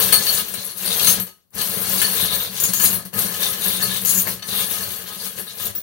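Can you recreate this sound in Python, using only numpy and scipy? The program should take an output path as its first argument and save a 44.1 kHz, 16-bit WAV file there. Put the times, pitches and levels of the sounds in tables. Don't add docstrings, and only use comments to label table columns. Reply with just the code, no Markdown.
import sys
import numpy as np
from scipy import signal
from scipy.fft import rfft, irfft, next_fast_len
from scipy.io import wavfile

SR = 44100
rng = np.random.default_rng(int(sys.argv[2]) if len(sys.argv) > 2 else 0)


def to_wav(s):
    ch = np.atleast_2d(s).T
    pcm = np.round(np.clip(ch, -1, 1) * 32767)
    wavfile.write(sys.argv[1], SR, pcm.astype(np.int16))


def undo_db(level):
    steps = np.asarray(level, float) / 20
    return 10 ** steps


N = 256662

# frequency in Hz, level in dB, T60 in seconds.
GLASS_MODES = [(1092, -22, 0.14), (1257.4, -18, 0.18), (1730, -12.5, 0.094), (1680, -21, 0.06),
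               (2850, -15.5, 0.055), (3017, -8.5, 0.049), (4393, -3.5, 0.053), (5970, -19.5, 0.1),
               (7600, -15.5, 0.037), (8570, -10, 0.062), (9420, -20, 0.13), (10900, -21, 0.083),
               (12810, -26, 0.07), (11800, -15, 0.088)]
# frequency in Hz, level in dB, T60 in seconds.
TABLE_MODES = [(75, -25, .12), (106, -6.5, 0.12), (128, 1.5, 0.11), (186, 10, 0.13), (236, -8, 0.052)]
# frequency in Hz, level in dB, T60 in seconds.
ROCKING_MODES = [(378.4, 4.5, 0.11), (450.5, 7, 0.054), (571.5, 4, 0.16), (739, 2, 0.047),
                 (878, 2.5, 0.029)]
# frequency in Hz, level in dB, T60 in seconds.
CHARM_MODES = [(9420, -1.5, 0.068), (9860, -4, .04), (10760, 0.5, 0.075), (11300, 3.5, 0.066),
               (11800, 3, 0.076), (12750, -6, .06), (13000, -8, 0.036), (13800, -4.5, .04),
               (14500, -1.5, .04), (15350, -5.5, .04)]
# frequency in Hz, level in dB per Hz.
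CHARM_COLOUR = [(6500, -17.5), (7600, -10), (9000, -0.5), (9600, 3.5), (12300, 3.5), (14500, -6.5),
                (15800, -1.5), (17000, 2)]
# frequency in Hz, level in dB per Hz.
STONE_COLOUR = [(1290, -31), (2200, -15), (2920, -5.5), (4120, -1), (4310, -2), (5290, -8.5), (6230, -4),
                (8500, -8.5), (11000, -21), (18700, -120)]
# frequency in Hz, level in dB per Hz.
RUBBING_COLOUR = [(150, -21), (260, -35), (296, -45), (432, 3.5), (611, -2.5), (1720, 0), (2000, 0),
                  (2800, -10), (3640, -26.5), (6160, -120)]
# frequency in Hz, level in dB per Hz.
HUSH_COLOUR = [(18, -42), (30, 9), (124, 5), (616, -11), (2290, -25), (4650, -22), (7500, -26),
               (16000, -11)]
# frequency in Hz, left minus right in dB.
LEFT_LEAD = [(60, 3), (125, 0), (250, 3), (700, 5.5), (1290, 8), (2380, 5.5), (6000, 7), (9000, 13.5),
             (12500, 11), (15500, 4.5)]
LEFT_LAGS = [0, 3, 6, 9]
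# frequency in Hz, level in dB.
TABLE_ECHO = [(200, 1), (255, -2.5), (300, -7.5), (350, 0.5)]
# start in seconds, length in seconds,
# charm level at the start in dB, charm level at the end in dB, depth of the dig in dB.
SWEEPS = [(0.04, 0.12, -27, -21, 2.5), (0.19, 0.21, -26, -25, 4.5), (0.452, 0.25, -30.5, -36, -0.5),
          (0.86, 0.267, -24, -19, 1.5), (1.32, .16, -56, -78, -3), (1.588, 0.31, -26.5, -24.5, 2.5),
          (1.952, 0.3, -26.5, -20.5, 1), (2.324, 0.15, -24, -34.5, 2.5), (2.736, 0.042, -23.5, -32.5, -3.5),
          (2.898, 0.058, -24, -26, 0.5), (3.184, 0.19, -20, -31, 1), (3.421, 0.13, -19.5, -28.5, 1.5),
          (3.827, 0.15, -19.5, -29, 0), (4.075, 0.13, -20, -22.5, -5), (4.263, 0.052, -29, -28.5, 1),
          (4.488, 0.11, -27, -23, 0), (4.607, 0.081, -22.5, -30, 0), (4.707, 0.31, -25.5, -34, 0),
          (5.079, 0.13, -34.5, -38.5, -0.5), (5.391, 0.018, -28.5, -33.5, 0), (5.443, 0.11, -37.5, -41, -5),
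          (5.754, 0.046, -41.5, -47.5, 1)]
# time in seconds, charm level in dB, rise and fall in seconds
# for 10 dB, depth of the dig in dB.
TUMBLES = [(.004, -15, 0.082, 0.0821, 4.5), (0.125, -15, .004, 0.0461, 2), (.338, -18.5, 0.12, 0.05, -0.5),
           (0.543, -26.5, .004, -0.01, 6.5), (.79, -31, 0.03, -0.29, -7.5),
           (0.834, -22.5, 0.051, -0.1862, -2.5), (1.175, -31, .02, .03, 9), (1.215, -38, .01, .04, 2),
           (1.27, -41, .004, .024, 0), (3.053, -40, .003, 0.03, 0), (3.133, -36, .004, .47, 4.5),
           (5.385, -26, 0.012, -0.06, 3), (5.329, -38, 0.044, -0.25, 0), (5.705, -36, 0.027, -0.5, 5),
           (1.624, -27, 0.026, 0.15, -19), (1.932, -20.5, 0.064, 0.1551, 2), (2.7, -26.5, 0.038, 0.01, 5),
           (2.653, -21.5, 0.099, -0.05, 0), (2.81, -26, .006, 0.04, -4.5),
           (2.852, -12, 0.067, 0.0263, -3.5), (3.68, -20, 0.11, .13, 0.5), (4.03, -26, 0.045, 0.04, -2.5),
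           (4.053, -22, .003, 0.04, -3), (5.266, -25.5, 0.069, 0.04, -1.5), (5.6, -33.5, 0.12, 0, -4),
           (5.669, -24, 0.067, -0.15, 0)]
# time in seconds, peak in dB, pitch of the struck piece in Hz,
# share on the glass in dB.
GLASS_KNOCKS = [(0.125, -5.5, 9420, 1), (0.2685, -14.5, 15000, 0), (1.073, -4.5, 9750, -4.5),
                (1.0884, -14, 10700, -14), (1.1004, -26, 10600, -21), (1.1987, -10.5, 12740, -12.5),
                (1.268, -28, 10800, -11), (1.5818, -16, 10700, -12), (1.6146, -11.5, 14900, -4),
                (2.0166, -8.5, 9420, -4.5), (2.1994, -12, 11700, -10), (2.7355, -6, 13500, -14),
                (2.7998, -8.5, 13700, -8), (2.8397, -11, 11900, -8), (2.9278, -13.5, 10300, -14),
                (3.1383, -18, 11100, -10.5), (3.1896, -6.5, 13100, -17), (3.3437, -20.5, 15000, -2),
                (3.4054, -20.5, 11300, -3), (3.678, -25, 15200, -3), (3.8374, -23, 12700, -1),
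                (3.9602, -20.5, 15400, -1), (4.3949, -37, 10400, 6.5), (4.4265, -26.5, 5970, 2),
                (4.549, -23.5, 12900, -9), (5.189, -36, 15400, 1.5), (5.378, -32, 11300, 1)]
# time in seconds, peak in dB, pitch in Hz.
CHARM_KNOCKS = [(0.1644, -28, 9300), (0.3294, -24, 13700), (0.5392, -14.5, 8950), (0.647, -18, 11200),
                (0.772, -25, 14000), (0.846, -15, 10300), (1.046, -3.5, 9400), (1.506, -46, 14300),
                (3.052, -24, 13200), (1.5508, -21.5, 11800), (1.546, -28, 13400), (1.799, -35.5, 9370),
                (2.3494, -19, 14200), (2.601, -9.5, 9630), (2.6377, -3, 7130), (4.0499, -7.5, 13200),
                (4.0585, -17, 12660), (4.093, -8, 10100), (4.15, -10.5, 11430), (4.2, -16.5, 13500),
                (4.135, -12.5, 14500), (4.177, -11.5, 6870), (4.2732, -13.5, 14800), (4.469, -32, 10500),
                (4.4945, -25, 11700), (4.6, -16.5, 9410), (4.918, -22.5, 11700), (5.0786, -31, 14300),
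                (4.7057, -20.5, 13600), (5.1997, -30, 12900), (2.3396, -15, 14800), (5.599, -22.5, 11900),
                (5.7538, -22, 15350)]
# start in seconds, length in seconds, pitch in Hz, level in dB.
STONE_ROLLS = [(0.385, 0.033, 3420, -34), (0.574, 0.036, 4170, -32), (0.691, 0.032, 4300, -37),
               (5.111, 0.027, 3600, -37), (5.2, 0.022, 4550, -33.5), (5.468, .04, 3930, -34.5),
               (0.854, 0.03, 4400, -24.5), (0.904, 0.03, 3740, -21.5), (1.029, 0.069, 4170, -22.5),
               (2.169, 0.094, 3750, -25), (2.28, 0.078, 3730, -24.5), (2.39, 0.09, 3730, -30.5),
               (3.419, 0.053, 3730, -23), (3.621, 0.17, 3720, -29), (3.895, 0.1, 3700, -28.5),
               (4.489, 0.045, 3850, -28), (4.535, 0.097, 3600, -26.5), (5.596, 0.046, 3500, -34.5)]
# start in seconds, length in seconds, level in dB.
PEBBLE_ROLLS = [
    (0.323, 0.046, -28),
    (2.601, 0.015, -23.5),
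    (2.64, .04, -23),
    (2.736, 0.073, -25),
    (2.816, 0.078, -22.5),
    (4.057, 0.068, -21),
    (4.147, 0.054, -21),
    (5.607, 0.08, -39),
]
# start in seconds, pitch in Hz, T60 in seconds, level in dB.
RINGS = [(.004, 8400, 0.045, -26), (0.126, 4388, 0.2, -16), (1.59, 4100, 0.11, -31),
         (.127, 9420, 0.045, -15.5), (0.268, 4390, 0.15, -18.5), (.642, 11170, .12, -27),
         (.715, 11170, .1, -31), (0.22, 9000, 0.069, -33), (0.37, 15000, .06, -24),
         (.13, 8550, 0.06, -23.5), (1.07, 6330, 0.039, -17.5), (1.199, 13050, 0.12, -26),
         (1.2, 8250, .06, -36), (1.27, 2950, .2, -51), (1.29, 4390, .2, -54), (1.27, 900, .15, -60),
         (4.3, 12000, 0.14, -33), (2.4, 14000, 0.087, -23), (2.6, 14600, 0.055, -20),
         (2.32, 14700, .06, -23), (2.37, 14600, 0.04, -27), (2.43, 14500, .04, -31),
         (3.83, 4390, 0.052, -25.5), (3.765, 9700, 0.087, -31), (3.83, 11000, 0.058, -29),
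         (3.5, 12810, 0.11, -29), (3.96, 15350, .06, -30), (2.8, 8800, 0.15, -29), (0.36, 9200, .07, -24),
         (4.59, 9420, .1, -27), (6.2, 9420, .06, -26), (5.4, 11700, .1, -35), (0.16, 1728, 0.086, -30),
         (0.32, 1728, .1, -37), (2.8, 1720, 0.053, -34), (3.8, 1728, 0.085, -32), (4.428, 1730, 0.065, -42),
         (3.4, 11000, .06, -27), (2.4, 12000, .15, -34), (.775, 14000, .06, -35),
         (2.016, 1740, 0.032, -23.5), (2.025, 4390, .08, -22), (2.017, 2980, 0.08, -26.5),
         (2.43, 9700, 0.091, -33), (2.93, 10350, 0.18, -28), (3.5, 12000, .2, -30),
         (4.19, 14000, 0.12, -22), (3.96, 8200, 0.14, -35), (1.07, 10700, 0.073, -14.5),
         (.86, 9420, 0.15, -22.5), (5.753, 5750, 0.034, -42.5), (5.75, 17000, .06, -27.5),
         (5.755, 9900, 0.053, -41), (5.62, 14700, 0.077, -25), (5.749, 15350, 0.055, -23.5)]
# start in seconds, pitch in Hz, level in dB.
SCUFFS = [
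    (2.017, 3000, -20.5),
    (4.272, 1900, -23),
    (4.274, 1090, -32),
    (4.423, 3950, -29.5),
]
# start in seconds, length in seconds, level in dB.
SHOVES = [
    (1.148, 0.05, -45),
    (1.997, 0.26, -45),
    (2.81, .17, -41.5),
    (3.122, .1, -45.5),
    (4.178, 0.062, -43),
    (4.358, 0.046, -48),
    (4.75, 0.2, -43),
    (5.598, .11, -42),
]
# time in seconds, level in dB.
LEAN = [(0, -1.5), (.35, -1), (.75, -3.5), (1.0, 1.5), (1.18, 5), (1.27, -0.5), (1.55, 1), (1.9, 1),
        (2.2, 1.5), (2.5, 0.5), (2.8, 3.5), (3.15, 6.5), (3.5, -1.5), (3.8, 1.5), (4.2, 7), (4.42, 1.5),
        (4.6, 0.5), (5.3, -3), (5.82, -2)]
# time in seconds, peak in dB.
THUMPS = [(0.175, -32), (0.58, -28.5), (0.876, -28), (1.032, -25), (1.558, -32.5), (1.659, -34),
          (1.881, -28), (1.951, -25), (2.176, -30), (2.227, -27), (2.637, -25), (2.802, -24), (2.867, -23),
          (3.053, -31), (3.166, -27), (3.675, -34), (4.032, -31), (4.175, -25.5), (4.264, -28),
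          (4.485, -31), (4.722, -32.5), (5.268, -44)]

SWEEP_RISE_S, SWEEP_FALL_S = 0.03, 0.037
USUAL_DB, GENTLE_DB = -24.5, -46
# dB re charms at a usual stir, dB won per dB gentler, dB won per dB of depth.
STONES, BOWL, WOOD = (-4, 0.21, 0.64), (-13, 0.46, 1), (-15, 0.58, 1.04)
BOWL_FEELS = 0.17
KNOCK_T60_S, CHARM_ON_GLASS_DB = 0.056, -22.5
STONE_T60_S, PEBBLE_HZ, PEBBLE_T60_S = 0.012, 6845, 0.012
CHATTER_S, SCUFF_S, SCUFF_T60_S, SHOVE_HZ, SHOVE_T60_S = 0.033, 0.009, 0.0032, 101.6, 0.2
THUMP_DB, HUSH_DB = -9, -67
ROOM_T60_S, ROOM_LEFT_DB, ROOM_RIGHT_DB = 0.18, -5, 11
BASS_CUT_HZ, TOP_HZ = 78.5, 15800


def rms(x):
    return np.sqrt(np.mean(x ** 2) + 1e-20)


def colour(x, points, share=1):
    size = next_fast_len(N)
    hz = np.maximum(np.arange(size // 2 + 1) * SR / size, 1)
    point_hz, point_db = np.transpose(points)
    db = np.interp(np.log(hz), np.log(point_hz), point_db)
    return irfft(rfft(x, size) * undo_db(share * db), size)[:N]


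def ring(clicks, hz, t60):
    radius = undo_db(-60 / (max(t60, .001) * SR))
    turn = 2 * np.pi * hz / SR
    return signal.lfilter([0, np.sin(turn)], [1, -2 * radius * np.cos(turn), radius ** 2], clicks + 1e-18)


def wander(per_s, at=np.arange(N)):
    steps = rng.standard_normal(900)
    return np.interp(at * per_s / SR, np.arange(900), steps)


def level(x, gain, db):
    return x * rms(gain) / rms(x) * undo_db(db)


def train(events, db):
    clicks = np.zeros(N)
    clicks[(np.array(events)[:, 0] * SR).astype(int)] = undo_db(db)
    return clicks


def knock_rows():
    rows = GLASS_KNOCKS + [(s, db, hz, CHARM_ON_GLASS_DB) for s, db, hz in CHARM_KNOCKS]
    return [(s, db, hz, KNOCK_T60_S, glass_db) for s, db, hz, glass_db in rows]


def hand():
    now = np.arange(0, N, 32) / SR
    moves = [(s, length, db, end_db, SWEEP_RISE_S, SWEEP_FALL_S, depth)
             for s, length, db, end_db, depth in SWEEPS]
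    moves += [(s, .001, db, db, rise, fall, depth) for s, db, rise, fall, depth in TUMBLES]
    weights = []
    for s, length, db, end_db, rise, fall, _ in moves:
        end = s + length
        times = [s - 3 * rise, s - 1.5 * rise, s, end, end + 10 * max(fall, .005)]
        move_db = np.interp(now, times, [db - 70, db - 15, db, end_db, end_db - 100])
        weights.append(undo_db(4 * move_db))
    weight = np.array(weights)
    total = weight.sum(axis=0)
    charm_db = 5 * np.log10(total)
    depth = np.array(moves)[:, -1] @ weight / total
    gentler = USUAL_DB - np.maximum(charm_db, GENTLE_DB)
    lean_db = np.interp(now, *np.transpose(LEAN))
    gains = []
    for (db, soft, deep), share in zip([(0, 0, 0), STONES, BOWL, WOOD], [0, 0, BOWL_FEELS, 1]):
        layer_db = charm_db + db + soft * gentler + deep * depth + share * lean_db
        gains.append(undo_db(np.interp(np.arange(N) / SR, now, layer_db)))
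    return gains


def collisions(gain, per_s, spread_db, clump_db):
    born = rng.random(N) < per_s / SR
    sizes = undo_db(spread_db * np.minimum(rng.exponential(1, N), 3.5) + clump_db * wander(35.0))
    clicks = born * sizes * rng.choice([-1, 1], N)
    return gain * clicks / rms(clicks)


def heap(clicks, low_hz, high_hz, t60, turnover_db, count):
    dealt, out = rng.integers(0, count, N), np.zeros(N)
    for k, (place, damping) in enumerate(rng.random((count, 2))):
        hz = low_hz + (high_hz - low_hz) * (k + place) / count
        length = t60 * undo_db(8 * (damping - .5))
        hit, drive = np.flatnonzero(clicks * (dealt == k)), np.zeros(N)
        drive[hit] = clicks[hit] * undo_db(turnover_db * wander(9.0, hit))
        out += ring(drive, hz, length) / np.sqrt(length)
    return out


def body(clicks, modes, uneven_db):
    hit, out = np.flatnonzero(clicks), np.zeros(N)
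    for hz, db, t60 in modes:
        drive = np.zeros(N)
        drive[hit] = clicks[hit] * undo_db(db + uneven_db * rng.standard_normal(len(hit)))
        out += ring(drive, hz, t60)
    return out


def charms(gain):
    fine = collisions(gain, 2000.0, spread_db=0.5, clump_db=2.0)
    single = collisions(gain, 300.0, spread_db=1.0, clump_db=3.0)
    pieces = heap(fine, 7500, 16200, 0.024, turnover_db=2.0, count=56)
    out = level(colour(pieces, CHARM_COLOUR), gain, -1.1)
    out += level(body(single, CHARM_MODES, uneven_db=4.0), gain, -3.5)
    return out + level(colour(fine, CHARM_COLOUR), gain, 2.26)


def stones(gain):
    coarse = collisions(gain, 2000.0, spread_db=3.4, clump_db=2.0)
    on_glass = collisions(gain, 250.0, spread_db=3.0, clump_db=5.0)
    pieces = heap(coarse, 2243, 8543, 0.028, turnover_db=1.5, count=32)
    out = level(colour(pieces, STONE_COLOUR), gain, -3.5)
    out += level(colour(coarse, STONE_COLOUR), gain, 0)
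    return out + level(body(on_glass, GLASS_MODES, uneven_db=5.5), gain, -6.5)


def rocking_bowl(gain):
    dull = collisions(gain, 1500.0, spread_db=1.5, clump_db=0.5)
    out = level(colour(dull, RUBBING_COLOUR), gain, -1.76)
    out += level(body(dull, GLASS_MODES[:5], uneven_db=6.0), gain, -14.0)
    return out + level(body(dull, ROCKING_MODES, uneven_db=4.0), gain, -7.5)


def table_rumble(gain):
    pushes = collisions(gain, 500.0, spread_db=1.5, clump_db=-0.5)
    return level(body(pushes, TABLE_MODES, uneven_db=3.0), gain, -2.3)


def stirring():
    charm, stone, rock, wood = hand()
    settle = undo_db(-60 / (.12 * SR))
    rows = np.array(knock_rows())
    charm = charm + signal.lfilter([1], [1, -settle], train(rows, rows[:, 1] - 14))
    return charms(charm) + stones(stone) + rocking_bowl(rock) + table_rumble(wood)


def rattle_rows():
    return ([(s, length, hz, STONE_T60_S, db) for s, length, hz, db in STONE_ROLLS]
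            + [(s, length, PEBBLE_HZ, PEBBLE_T60_S, db) for s, length, db in PEBBLE_ROLLS]
            + [(s, CHATTER_S, hz, t60, db) for s, hz, t60, db in RINGS]
            + [(s, SCUFF_S, hz, SCUFF_T60_S, db) for s, hz, db in SCUFFS]
            + [(s, length, SHOVE_HZ, SHOVE_T60_S, db) for s, length, db in SHOVES])


def rattles():
    out, rows = np.zeros(N), rattle_rows()
    for (s, length, hz, t60, db), luck in zip(rows, rng.standard_normal((len(rows), SR // 3))):
        at = int(s * SR)
        luck = np.r_[4, luck[1:]]
        run = luck * (np.abs(luck) > 2.3) * (np.arange(len(luck)) < length * SR)
        pair = ring(run, hz * (1 - 0.00029 / t60), t60) + ring(run, hz * (1 + 0.00027 / t60), t60)
        heard = undo_db(db) * pair / rms(pair[:int(length * SR)])
        out[at:at + len(run)] += heard[:N - at]
    return out


def knocks():
    out, rows = np.zeros(N), knock_rows()
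    decay = np.arange(SR // 4) / SR
    for (s, db, hz, t60, glass_db), luck in zip(rows, rng.standard_normal((len(rows), len(decay)))):
        at = int(s * SR)
        tone = np.sin(2 * np.pi * hz * decay) * undo_db(-60 * decay / max(t60, .005) - 3.5)
        crack = np.diff(luck, prepend=0) * undo_db(-60 * decay / .005)
        echo = np.roll(crack, 90) * undo_db(-14.0)
        thud = ring(luck, 2160, 0.0023) * undo_db(-60 * decay / 0.097 + glass_db - 19.0)
        knock = undo_db(db) * (tone + crack + echo + thud)
        out[at:at + len(decay)] += knock[:N - at]
    rows = np.array(rows)
    return out + body(train(rows, rows[:, 1] + rows[:, 4]), GLASS_MODES, uneven_db=1.0)


def thumps():
    clicks = train(THUMPS, np.array(THUMPS)[:, 1] + THUMP_DB)
    push = signal.lfilter(np.hanning(90) / 45, [1], clicks)
    return sum(undo_db(db) * ring(push, hz, t60) for hz, db, t60 in TABLE_MODES)


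def room(x, lag):
    s = np.arange(SR // 2) / SR
    tail = rng.standard_normal((2, len(s))) * undo_db(-60 * s / ROOM_T60_S) * (s > .0015)
    tail /= np.sqrt(np.sum(tail ** 2, axis=1, keepdims=True))
    tail *= undo_db([[ROOM_LEFT_DB], [ROOM_RIGHT_DB]])
    tail = signal.sosfilt(signal.butter(2, 280, "high", fs=SR, output="sos"), tail)
    tail[0, lag], tail[1, 0] = 1, 1
    tail /= np.sqrt(np.sum(tail ** 2, axis=1, keepdims=True))
    return signal.fftconvolve(x[None], tail, axes=1)[:, :N]


def background():
    hush = np.array([colour(n, HUSH_COLOUR) for n in rng.standard_normal((2, N))])
    return undo_db(HUSH_DB + np.array([[4], [-3]])) * hush / rms(hush)


def scene():
    bowl = colour(stirring(), TABLE_ECHO)
    single = rattles() + thumps()
    nearness = np.array([undo_db(8 * wander(120.0)) for place in LEFT_LAGS])
    shares = nearness / np.sqrt(np.sum(nearness ** 2, axis=0))
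    heard = sum(room(bowl * share, lag) for share, lag in zip(shares, LEFT_LAGS))
    heard = heard + room(single, LEFT_LAGS[2]) + room(knocks(), LEFT_LAGS[0])
    left, right = heard
    softened = colour(right, LEFT_LEAD, share=-1.13)
    return np.array([undo_db(1.23) * left, undo_db(1.16) * softened]) + background()


def roll_off(x):
    return signal.sosfilt(signal.butter(12, 16810, fs=SR, output="sos"), x)


def record(dry):
    thin = signal.sosfilt(signal.butter(3, BASS_CUT_HZ, "high", fs=SR, output="sos"), dry)
    cut = signal.sosfilt(signal.ellip(12, .5, 70, TOP_HZ, fs=SR, output="sos"), thin)
    mix = np.clip(cut, -1, 1)
    return roll_off(mix)


dry = scene()
out = record(dry)
to_wav(out)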